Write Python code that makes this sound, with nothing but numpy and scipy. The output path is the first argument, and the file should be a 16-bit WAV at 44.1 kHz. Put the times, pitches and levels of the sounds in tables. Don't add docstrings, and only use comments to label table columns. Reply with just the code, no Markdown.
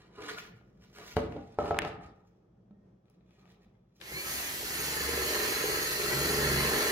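import sys
import numpy as np
from scipy import signal
from scipy.fft import rfft, irfft, next_fast_len
from scipy.io import wavfile
from scipy.ndimage import uniform_filter1d, map_coordinates

SR = 44100
rng = np.random.default_rng(int(sys.argv[2]) if len(sys.argv) > 2 else 0)


def file_out(sig):
    cols = np.atleast_2d(sig).T
    lim = np.clip(cols, -1, 1)
    pcm = np.round(lim * 32767).astype(np.int16)
    wavfile.write(sys.argv[1], SR, pcm)


def amplitude_ratio(level_db):
    exponent = np.asarray(level_db, float) / 20
    return 10 ** exponent


N = 304731

# frequency in Hz, density in dB per Hz.
TRAFFIC = [(18, -63.5), (30, -39.5), (49, -7), (90, -19), (102, -7), (123, -6.5), (148, -12), (187, -5),
           (270, -19), (332, -15), (591, -22.5), (747, -28.5), (2360, -47), (2550, -47), (15500, -70)]
# frequency in Hz, level in dB.
MAINS_HUM = [(59.5, -79.5), (119, -84.5), (178.5, -69.5), (3330, -101)]
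# frequency in Hz, t60 in seconds.
GARAGE = [(100, .75), (500, .52), (2000, .53), (4000, .36), (7000, .18), (14000, .2)]
# frequency in Hz, likeness from 0 to 1.
ALIKE = [(60, 0.97), (200, 1), (400, 0.54), (800, 0.051), (1500, 0.026)]

# peak in seconds, rise in seconds, fall in seconds, scrape in dB, weight in dB.
STROKES = [(.005, 0.036, 0.25, -59.5, 0.5), (0.186, 0.05, 0.19, -56.5, 14), (.237, .03, 0.11, -60, 16.5),
           (0.292, 0.107, 0.084, -39.5, -4), (.316, 0.038, 0.063, -37.5, -7),
           (.38, 0.052, 0.04, -42, -17.5), (.43, .07, .04, -52, -16), (.47, 0.068, 0.18, -60.5, -16),
           (0.841, .06, 0.029, -55.5, -12), (.96, 0.05, 0.5, -48, -15), (1.08, 0.13, 0.11, -53, -16),
           (1.012, 0.052, 0.028, -45.5, 2), (1.126, 0.21, 0.12, -53, -22.5), (1.19, 0.024, 0.055, -44, 16),
           (1.377, 0.23, 0.046, -65, 26.5), (1.54, 0.04, 0.1, -63.5, 1), (1.606, 0.022, 0.11, -44.5, 13.5),
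           (1.68, .08, 0.058, -44, 5.5), (1.75, 0.033, 0.3, -55, 22.5), (1.82, 0.016, 0.018, -45, -1.5),
           (1.857, 0.06, 0.087, -47, 11), (2.041, 0.04, 0.077, -57, -9.5), (2.275, 0.028, 0.028, -76, -12),
           (2.36, .1, 0.16, -84.5, -3), (3.069, 0.029, 0.24, -76, 2), (3.31, 0.045, 0.57, -70, 0.5),
           (3.515, 0.15, 0.083, -66.5, -1.5), (3.624, 0.16, .05, -72, -2), (3.966, 0.021, 0.084, -71, -13)]
# frequency in Hz, width in Hz, level in dB.
SLIDING = [(310, 50, -7), (430, 40, 2), (720, 80, -7), (1030, 70, -5), (1210, 70, -4), (1440, 60, -2),
           (1700, 90, -4), (1930, 120, -6), (2320, 120, -4), (2900, 90, -6), (4000, 120, -6),
           (4350, 100, -8)]
# frequency in Hz, width in Hz, level in dB.
LANDED = [(245, 100, 1.5), (446, 40, -1), (689, 30, -3), (800, 30, -6.5), (1200, 87, -8.5),
          (1440, 60, -6.5), (2000, 500, -18)]
# frequency in Hz, width in Hz, level in dB.
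SETTLING = [(423, 43, -3), (798, 30, -1), (1261, 120, -4), (1780, 120, -5), (2300, 250, -9),
            (3030, 200, -14), (3944, 150, -16)]
# frequency in Hz, width in Hz, level in dB.
GRIP = [(1180, 60, -7), (1840, 60, -5), (2450, 200, -2), (3450, 150, -6), (4050, 250, -10)]
# frequency in Hz, density in dB per Hz.
DUST = [(2000, -30), (3000, -9), (4000, -17), (5500, -7.5), (7000, -12.5), (8700, -27), (11500, -19),
        (13500, -17.5), (16000, -16)]
DUST_DB = [-19.5, -29, -29.5, -8.5]
# start in seconds, length in seconds, frequency in Hz, level in dB rms.
GROANS = [(.178, 0.039, 428, -47), (.215, 0.041, 423, -50.5), (.225, 0.031, 306.4, -52),
          (.265, 0.057, 427.3, -50), (.283, .025, 1460, -47), (.372, 0.019, 1420, -47),
          (.95, 0.096, 420, -59.5), (1.36, 0.084, 800, -55.5), (2.56, .15, 120, -65.5),
          (2.715, 0.16, 1847, -93), (3.445, 0.027, 1180, -75), (3.74, .02, 2064, -85)]

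# time in seconds, tick peak in dB, knock peak in dB, bright edge peak in dB.
KNOCKS = [(0.2942, -37, -49, -78), (0.3842, -33, -56, -66), (0.611, -64, -61, -85),
          (0.9857, -42, -44.5, -51), (1.164, -36, -44, -67), (1.1676, -24.5, -13.5, -42.5),
          (1.1745, -44, -21.5, -71), (1.1813, -44, -27, -70.5), (1.2195, -45, -37, -69),
          (1.3232, -42, -38, -65), (1.3645, -48.5, -31, -80), (1.5155, -72, -62, -82),
          (1.587, -35.5, -16, -59), (1.6576, -42.5, -30, -52), (1.6866, -50, -33, -73.5),
          (1.7085, -35, -18, -57), (1.7439, -38.5, -31, -69), (1.7684, -39, -29, -66),
          (1.8194, -27, -32.5, -57), (1.838, -53, -34.5, -65), (1.8492, -31, -27, -58),
          (1.8774, -43, -46, -53.5), (2.709, -72, -59, -97.5), (3.056, -70, -76.5, -82),
          (3.0824, -70.5, -67.5, -94.5), (3.0994, -75.5, -82, -65.5), (3.2083, -69, -72.5, -93),
          (3.2742, -78, -80, -91), (3.2927, -72, -72.5, -81), (3.3076, -63, -75, -78),
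          (3.4554, -56, -60, -86.5), (3.477, -60.5, -70.5, -89), (3.52, -63.5, -77, -67),
          (3.5441, -66, -76.5, -78), (3.644, -69, -72, -80.5), (3.7523, -70, -71.5, -97),
          (4.0022, -52, -70, -63), (4.013, -36.5, -70, -52)]
# frequency in Hz, level in dB, t60 in seconds.
BOARD_MODES = [(102.5, -20, 0.18), (170, -5.5, 0.086), (258, -14.5, 0.2), (450.5, 6, 0.1), (588, 3.5, 0.16),
               (695, -1, 0.35), (765, -2, 0.15), (1300, -4.5, 0.17)]
# frequency in Hz, level in dB, t60 in seconds.
FLAT_MODES = [(105.6, -5, 0.23), (151, -6, 0.12), (233, 1, 0.11), (352, -7.5, .15), (440, 10.5, 0.066),
              (563, -4.5, 0.41), (689, -2.5, .2), (820, -11.5, .15), (1250, -15, .12)]
# time in seconds, frequency in Hz, peak in dB; then the peak in dB of a brief sharp
CLACK = (1.78923, 2100, -10, -10)
# frequency in Hz, level in dB, t60 in seconds.
CLACK_RING = (1800, -27.5, .04)

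# time in seconds, motor effort in dB, feed pressure in dB.
BORE = [(3.99, -82, -75), (4.012, -51.5, -55), (4.07, -45.5, -59), (4.18, -45, -47.5), (4.3, -37.5, -59),
        (4.4, -39, -65.5), (4.6, -40.5, -60), (4.8, -37.5, -48.5), (5.05, -37.5, -44.5), (5.15, -37, -38.5),
        (5.45, -35.5, -39.5), (5.75, -36.5, -41.5), (5.93, -37, -46.5), (6.05, -36, -39), (6.3, -35, -35),
        (6.6, -35, -34.5), (6.91, -34.5, -33.5)]
# time in seconds, base order in Hz.
GEARS = [(4.26, 590), (4.31, 635), (4.38, 667), (4.45, 615), (4.55, 535), (4.67, 480), (4.7, 605),
         (4.78, 655), (4.92, 683), (5.05, 680), (5.35, 662), (5.5, 652), (5.7, 652), (5.9, 666),
         (6.05, 667), (6.4, 662), (6.91, 644)]
# time in seconds, frequency in Hz, level in dB.
SQUEAL = [
    (4.09, 3720, -62),
    (4.14, 4000, -52),
    (4.175, 4310, -48),
    (4.22, 4420, -51),
    (4.245, 4500, -68),
]
# frequency in Hz, density in dB per Hz.
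HISS = [(1470, -8.5), (1900, -2.5), (2500, -4), (3020, -3.5), (3680, -4), (4110, 2), (5330, -4.5),
        (6550, -2.5), (8370, -4), (9720, -6), (13500, -3.5), (15400, -6), (16100, -37), (16500, -46.5)]
# frequency in Hz, width in Hz, level in dB.
HOUSING = [(4070, 200, -6), (4350, 500, -7), (9870, 110, 0), (11860, 900, -14.5)]
# frequency in Hz, width in Hz, share taken away in dB.
HOUSING_GAP = (3820, 260, -5)
SPIN_UP_S = (4.01, 4.14)
# frequency in Hz, density in dB per Hz.
RASP = [(150, -39), (250, 15.5), (420, 7), (530, -10), (592, -6), (746, -8.5), (1870, -3.5), (3500, -10.5),
        (4550, -34), (7700, -120)]
# frequency in Hz, density in dB per Hz.
THRUM = [(18, -40), (30, -27), (76, -24), (146, 2), (231, -30), (300, -5), (390, 7), (660, -120)]
# multiple of the chuck turn, level in dB.
SHALLOW = [(1, -33), (2, -25), (3, -6), (4, -11), (5, -14), (6, -8), (7, -10), (8, -11), (9, -15),
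           (10, -20), (11, -17), (12, -18), (13, -14), (14, -14), (15, -13), (16, -1), (17, -10), (18, -3),
           (19, 0), (20, -3), (21, -7), (22, -19), (23, -14), (24, -19), (25, -7), (26, -7), (27, -13),
           (28, -16), (29, -20), (30, -18)]
# multiple of the chuck turn, level in dB.
DEEP = [(1, -40), (2, -15), (3, -10), (4, -19), (5, -11), (6, 0), (7, -11), (8, -11), (9, -10), (10, -10),
        (11, -22), (12, -19), (13, -18), (14, -17), (15, -8), (16, -9), (17, -13), (18, -3), (19, -11),
        (20, -14), (21, -10), (22, -24), (23, -19), (24, -23), (25, -14), (26, -5), (27, -16), (28, -24),
        (29, -20), (30, -21)]
# frequency in Hz, width in Hz, level in dB.
PLANK = [(420, 90, -4), (600, 40, -6), (790, 25, -7), (1023, 35, -3), (1350, 55, -7), (1690, 90, -8),
         (1875, 130, -2), (2155, 45, -6), (2660, 150, -10)]
# peak in seconds, rise in seconds, fall in seconds, level in dB.
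SHUDDERS = [
    (4.14, 0.038, 0.085, -42),
    (4.81, 0.17, 0.16, -45.5),
    (5.15, 1, 0.45, -44.5),
    (5.7, 0.24, 0.42, -45.5),
    (6.3, 0.41, 0.6, -35.5),
    (6.57, 0.47, 0.26, -36),
]
# start in seconds, length in seconds, frequency in Hz, level in dB rms.
LOCKS = [(4.98, 0.26, 69.5, -51), (5.05, 0.21, 472, -45), (5.08, 0.22, 372, -48.5), (5.15, 0.16, 445, -44),
         (5.33, 0.16, 426, -44), (5.24, 0.19, 605, -47.5), (5.56, 0.23, 415, -48), (5.98, .17, 370, -45.5),
         (5.98, 0.11, 418.5, -47), (6.0, 0.44, 600, -49), (6.14, 0.28, 138.4, -38.5),
         (6.44, .25, 138.4, -39), (6.33, 0.42, 69.2, -46), (5.62, .5, 47, -57), (6.35, .45, 46, -56),
         (6.22, 0.3, 415, -40.5), (6.36, .4, 230, -46), (6.52, 0.1, 366, -42), (6.66, 0.16, 480, -44.5),
         (6.74, 0.25, 405, -47)]
# time in seconds, peak in dB.
SNAGS = [(4.63, -28), (5.089, -30), (5.135, -29), (5.176, -29), (5.218, -33), (5.287, -31), (5.352, -32),
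         (5.439, -30), (5.5, -31), (5.639, -16.5), (5.686, -20), (5.73, -25), (5.771, -24), (5.817, -28),
         (5.902, -28), (5.986, -33), (6.031, -27), (6.113, -25), (6.29, -33), (6.384, -33), (6.497, -27),
         (6.632, -29), (6.737, -29), (6.785, -37), (6.847, -26), (6.888, -36)]
# frequency in Hz, level in dB, t60 in seconds.
SNAG_RING = [(420, 0, .06), (470, -5, .05), (365, -9, .05)]
# frequency in Hz, width in Hz, share taken away in dB.
PORT_DIP = (8500, 2400, -11)


def unit(x):
    return x / np.sqrt(np.mean(x ** 2) + 1e-20)


def along(points, hz):
    f, v = np.transpose(points)
    return np.interp(np.log(hz + 1), np.log(f + 1), v)


def spectrum(points):
    return lambda f: amplitude_ratio(along(points, f))


def curves(rows):
    s, *cols = np.transpose(rows)
    return [np.interp(np.arange(N) / SR, s, c) for c in cols]


def during(rows):
    t = np.arange(N) / SR
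    return np.clip(np.minimum(t - rows[0][0], rows[-1][0] + .01 - t) * 200, 0, 1)


def wobble(rate):
    knots = rng.standard_normal(int(N * rate / SR) + 4)
    return map_coordinates(knots, [np.arange(N) * rate / SR], order=1)


def swells(rows):
    t = np.arange(N) / SR
    return np.sqrt(sum(amplitude_ratio(2 * db - 40 * np.maximum((s - t) / rise, (t - s) / fall))
                       for s, rise, fall, db in rows))


def filtered(x, response):
    m = next_fast_len(x.shape[-1] + SR // 2)
    return irfft(rfft(x, m) * response(np.fft.rfftfreq(m, 1 / SR)), m)[..., :x.shape[-1]]


def resonances(peaks, base=0):
    def response(f):
        power = sum(amplitude_ratio(2 * db) * (f * w) ** 2 / ((c * c - f * f) ** 2 + (f * w) ** 2) for c, w, db in peaks)
        return np.sqrt(base ** 2 + power)
    return response


def band(lo_hz, hi_hz):
    return lambda f: 1 / np.sqrt((1 + (lo_hz / (f + 1)) ** 4) * (1 + (f / hi_hz) ** 4))


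def noise(*responses, gate=1):
    raw = gate * rng.standard_normal(N)
    return unit(filtered(raw, lambda f: np.prod([r(f) for r in responses], axis=0)))


def hums(rows, edge_s, waver):
    t, rate = np.arange(N) / SR, 1 / edge_s / 2
    out = np.zeros(N)
    for s, length, hz, db in rows:
        inside = np.clip(np.minimum(t - s, s + length - t) / edge_s + .5, 0, 1)
        swell = amplitude_ratio(db + 2 + 1.2 * wobble(rate)) * np.sin(np.pi / 2 * inside) ** 2
        out += swell * np.sin(2 * np.pi * hz * t + waver * wobble(rate))
    return out


def diffuse(pair):
    turn = lambda hz: np.arccos(np.clip(along(ALIKE, hz), -1, 1)) / 2
    mid, side = filtered(pair, lambda hz: np.array([np.cos(turn(hz)), np.sin(turn(hz))]))
    return np.array([mid + side, mid - side])


def garage(x, wet_db, lag_s, pan_db, count=1):
    turn_s = .3
    out = filtered(x, lambda f: np.exp(-1j * np.pi * f * lag_s * np.array([[1], [-1]])))
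    out = out * amplitude_ratio([[pan_db / 2], [-pan_db / 2]])
    for k in range(count):
        hz, t, z = signal.stft(rng.standard_normal((2, SR)), SR, nperseg=256)
        decay = amplitude_ratio(-60 * t / along(GARAGE, hz)[:, None])
        tail = diffuse(signal.istft(z * decay, SR, nperseg=256)[1])
        tail = np.pad(tail / np.linalg.norm(tail[0]), ((0, 0), (180, 0)))
        away = np.abs((np.arange(N) / SR / turn_s - k) % count - 1)
        turn = np.cos(np.pi / 2 * np.clip(away, 0, 1)) if count > 1 else 1
        out = out + amplitude_ratio(wet_db) * signal.fftconvolve((turn * x)[None], tail, axes=1)[:, :N]
    return out


def rocking(x, depth_db):
    z = signal.stft(x, nperseg=512)[2]
    field = uniform_filter1d(rng.standard_normal(z.shape[1:]), size=3, axis=0)
    field = uniform_filter1d(field, size=5, axis=1)
    gain = amplitude_ratio(depth_db * unit(field) - depth_db ** 2 * np.log(10) / 20)
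    return signal.istft(z * gain, nperseg=512)[1][:, :N]


def street():
    near_db, far_db, leaves_s, fade_s = -61, -66, 1.2, 0.93
    pair = np.array([noise(spectrum(TRAFFIC), resonances([(5870, 1300, 2)], base=0.7)) for _ in "LR"])
    hum = sum(amplitude_ratio(db + 1.1 * wobble(0.84)) * np.sin(2 * np.pi * hz * np.arange(N) / SR)
              for hz, db in MAINS_HUM)
    level_db, = curves([(leaves_s, near_db), (leaves_s + fade_s, far_db)])
    return amplitude_ratio(level_db + 2 + 2 * wobble(8)) * unit(diffuse(pair)) + hum


def slides():
    dust_drops, boom_db, shuffle_db = 0.9, -3.5, -85.5
    layer = lambda per_db: swells([(s, rise, fall, db + per_db * weight_db)
                                   for s, rise, fall, db, weight_db in STROKES])
    grit = amplitude_ratio(3 * wobble(300) + 2.5 * wobble(40))
    lumps = amplitude_ratio(4 * wobble(60))
    stage = np.searchsorted([1.16 * SR, 1.55 * SR, 2.15 * SR], np.arange(N))
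    body = np.choose(stage, [noise(resonances(p, base=.15), band(200, 1100), band(170, 1100), gate=lumps)
                             for p in (SLIDING, LANDED, SETTLING, SETTLING)])
    scrape = np.choose(stage, [noise(resonances(p, base=.25), band(900, 8000), band(1, 5600), gate=grit ** 1.3)
                               for p in (SLIDING, LANDED, SETTLING, GRIP)])
    dust = amplitude_ratio(DUST_DB)[stage] * noise(spectrum(DUST), band(3000, 20000), gate=grit)
    on_bench = (stage == 1) | (stage == 2)
    boom = on_bench * amplitude_ratio(boom_db) * noise(band(55, 280), band(55, 280))
    heavy = layer(0.9)
    wood = (heavy + amplitude_ratio(shuffle_db)) * body + heavy * boom + layer(0) * scrape
    return amplitude_ratio(-2.0) * wood + layer(-dust_drops) * dust


def knocks():
    blow_db, blow_s = 8, .003
    out, t = np.zeros((2, N + SR)), np.arange(SR // 4) / SR
    peak = lambda db, x: amplitude_ratio(db) * x / np.abs(x).max()
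    for s, tick_db, knock_db, edge_db in KNOCKS:
        modes = FLAT_MODES if 1.1 < s < 1.5 else BOARD_MODES
        ring = sum(amplitude_ratio(db + 2 * rng.standard_normal() - 60 * t / (0.37 * t60)) * np.sin(2 * np.pi * hz * t)
                   for hz, db, t60 in modes)
        burst = 2.9 * amplitude_ratio(-60 * t / 0.051) * rng.standard_normal(len(t))
        ring = ring + filtered(burst, lambda f: band(350, 1100)(f) ** 2)
        ring = ring * (1 + amplitude_ratio(blow_db) * np.exp(-(t / blow_s) ** 2))
        thud = peak(knock_db + 1.5, -ring * (1 - np.exp(-t / 0.0026)))
        touched = SLIDING if s < 1.1 else SETTLING if s < 2.15 else GRIP
        body = resonances([(hz, 3 * width, db) for hz, width, db in touched], base=.2)
        grit = amplitude_ratio(-60 * t / np.array([[.02], [.006]])) * rng.standard_normal((2, len(t)))
        tick = peak(tick_db - 1.5, filtered(grit[0], lambda f: band(900, 4500)(f) ** 2 * body(f)))
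        edge = peak(edge_db + 5.5, filtered(grit[1], band(3500, 13000)))
        out[:, round(s * SR):][:, :len(t)] += [thud, tick + edge]
    return out[:, :N]


def clack():
    falls = 1400000
    s, hz, db, spike_db = CLACK
    t = np.arange(N) / SR - s
    chirp = np.cos(2 * np.pi * (hz * t - falls * np.clip(t, -.001, .0004) ** 2))
    wood = -amplitude_ratio(db) * np.exp(-(t / .00036) ** 2) * chirp
    ring_hz, ring_db, t60 = CLACK_RING
    after = np.clip(t - .0015, 0, None)
    wood = wood + amplitude_ratio(ring_db - 60 * after / t60) * np.sin(2 * np.pi * ring_hz * after)
    click = 1. * (np.arange(N) == round(s * SR))
    spike = filtered(click, lambda f: band(2400, 20000)(f) / np.sqrt(1 + (f / 12000) ** 40))
    spike = amplitude_ratio(spike_db) * spike / spike.max() * [[.06], [1]]
    return garage(wood, wet_db=-12, lag_s=.00003, pan_db=0) + spike


def touch():
    t = np.clip(np.arange(N) / SR - 2.708, 0, None)
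    return amplitude_ratio(-48 - 60 * t / .12) * np.sin(2 * np.pi * 200 * t)


def housing_hiss(beat):
    load, = curves([(4.62, 0.45), (4.8, 0.7), (5.5, 0.91)])
    free = noise(spectrum(HISS), lambda f: 1 - 0.73 * np.abs(resonances([(4200, 700, 0)])(f)))
    gap = lambda f: 1 - np.abs(resonances([HOUSING_GAP])(f))
    ringing = noise(spectrum(HISS), resonances(HOUSING, base=0.36), gap, gate=beat ** 0.37)
    hiss = load * ringing + np.sqrt(np.abs(1 - load ** 2)) * free
    low = filtered(hiss, band(0.89, 4500))
    high_db, = curves([(SPIN_UP_S[0], -12), (SPIN_UP_S[1], 0)])
    return low + (hiss - low) * amplitude_ratio(high_db)


def chip_rasp(beat):
    return noise(spectrum(RASP), band(800, 2800), resonances(PLANK, base=.35), gate=beat ** .7)


def bit_in_board(turn, beat):
    depth, = curves([(5.6, 0.025), (6.1, 0.61)])
    orders = [amplitude_ratio(db + depth * (deep_db - db) + 2.5 * wobble(5)) * np.sin(k * turn + wobble(5))
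              for (k, db), (_, deep_db) in zip(SHALLOW, DEEP)]
    thrum = 0.53 * unit(sum(orders[:13])) + 0.25 * noise(spectrum(THRUM))
    tearing = noise(resonances(PLANK, base=.12), band(310, 700), gate=beat)
    return thrum, .8 * unit(sum(orders[13:])) + .6 * tearing


def squeal():
    hz, db = curves(SQUEAL)
    phase = 2 * np.pi * np.cumsum(hz) / SR
    upper = np.clip((hz - 3900) / 150, 0, 1) * np.sin(phase)
    return during(SQUEAL) * amplitude_ratio(db + 6.5) * (upper + 1.6 * np.sin(.528 * phase))


def gear_whine(base_hz, shaft, effort_db):
    tone = lambda k, db: (amplitude_ratio(effort_db + db + 0.37 * wobble(4.5))
                          * np.sin(k * shaft + .5 * wobble(30) + 16 / k ** 2 * wobble(150)))
    mesh = sum(tone(k, db) for k, db in [(2, -21), (4, -22), (6, -26), (10, -10.5), (16, -22), (18, -22)])
    mesh = mesh * np.clip(base_hz / 650, 0, 1) ** 4
    share = .7 * np.clip((np.arange(N) / SR - 5.0) / .6, 0, 1)
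    fan = share * tone(14.5, -13) + (1 - share) * tone(15, -13)
    return during(GEARS) * (mesh + fan)


def snags():
    out, t = np.zeros(N + SR), np.arange(SR // 8) / SR
    for (s, db), chance in zip(SNAGS, rng.standard_normal((len(SNAGS), 3))):
        ring = sum(amplitude_ratio(level + c - 60 * t / t60) * np.sin(2 * np.pi * hz * t)
                   for (hz, level, t60), c in zip(SNAG_RING, chance))
        out[round(s * SR):][:len(t)] += amplitude_ratio(db - 2.5) * ring * (1 - np.exp(-t / 0.004))
    return out[:N]


def drill():
    base_hz, = curves(GEARS)
    effort_db, feed_db = curves(BORE)
    shaft = 2 * np.pi * np.cumsum(base_hz) / SR
    turn = shaft / 28.6
    beat = amplitude_ratio(2.5 * np.cos(turn) + 3.5 * np.cos(2 * turn + wobble(4.6))
               + 2.1 * np.cos(3 * turn + wobble(2.1)) + 0.76 * wobble(30))
    rasp_db = effort_db - 6 + 0.33 * (feed_db + 41.5)
    cutting = amplitude_ratio(rasp_db) * chip_rasp(beat) + amplitude_ratio(effort_db) * housing_hiss(beat)
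    air = during(BORE) * cutting + gear_whine(base_hz, shaft, effort_db)
    thrum, bite = bit_in_board(turn, beat)
    shake = amplitude_ratio(-49.5 + (feed_db + 37.0)) + swells(SHUDDERS)
    bench = during(BORE) * (shake * thrum + amplitude_ratio(feed_db - 2) * bite)
    return air, bench + squeal() + hums(LOCKS, edge_s=.05, waver=0.65) + snags()


def scene():
    handling = amplitude_ratio(-3.0) * slides() + touch() + hums(GROANS, edge_s=.015, waver=1.1)
    handling = rocking(garage(handling, wet_db=-4.0, lag_s=.0001, pan_db=-1.5), depth_db=2)
    thuds, ticks = knocks()
    bench = garage(thuds, wet_db=-6.0, lag_s=.00004, pan_db=0.5)
    bench = bench + garage(ticks, wet_db=-1.0, lag_s=.0001, pan_db=12.5) + clack()
    tool, thrum = drill()
    boring = rocking(garage(tool, wet_db=1.0, lag_s=.00018, pan_db=-2.0, count=5), depth_db=1.5)
    boring += garage(thrum, wet_db=-14, lag_s=.00018, pan_db=-.3)
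    return street() + handling + bench + boring


def roll_off(x):
    return signal.sosfilt(signal.butter(12, 16970, fs=SR, output="sos"), x)


def record(dry):
    top_hz, bass_hz = 15830, 42
    port = lambda f: 1 - np.abs(resonances([PORT_DIP])(f))
    heard = filtered(dry, lambda f: (f < top_hz) * port(f) / np.sqrt(1 + (bass_hz / (f + 1)) ** 12))
    return roll_off(heard)


dry = scene()
out = record(dry)
file_out(out)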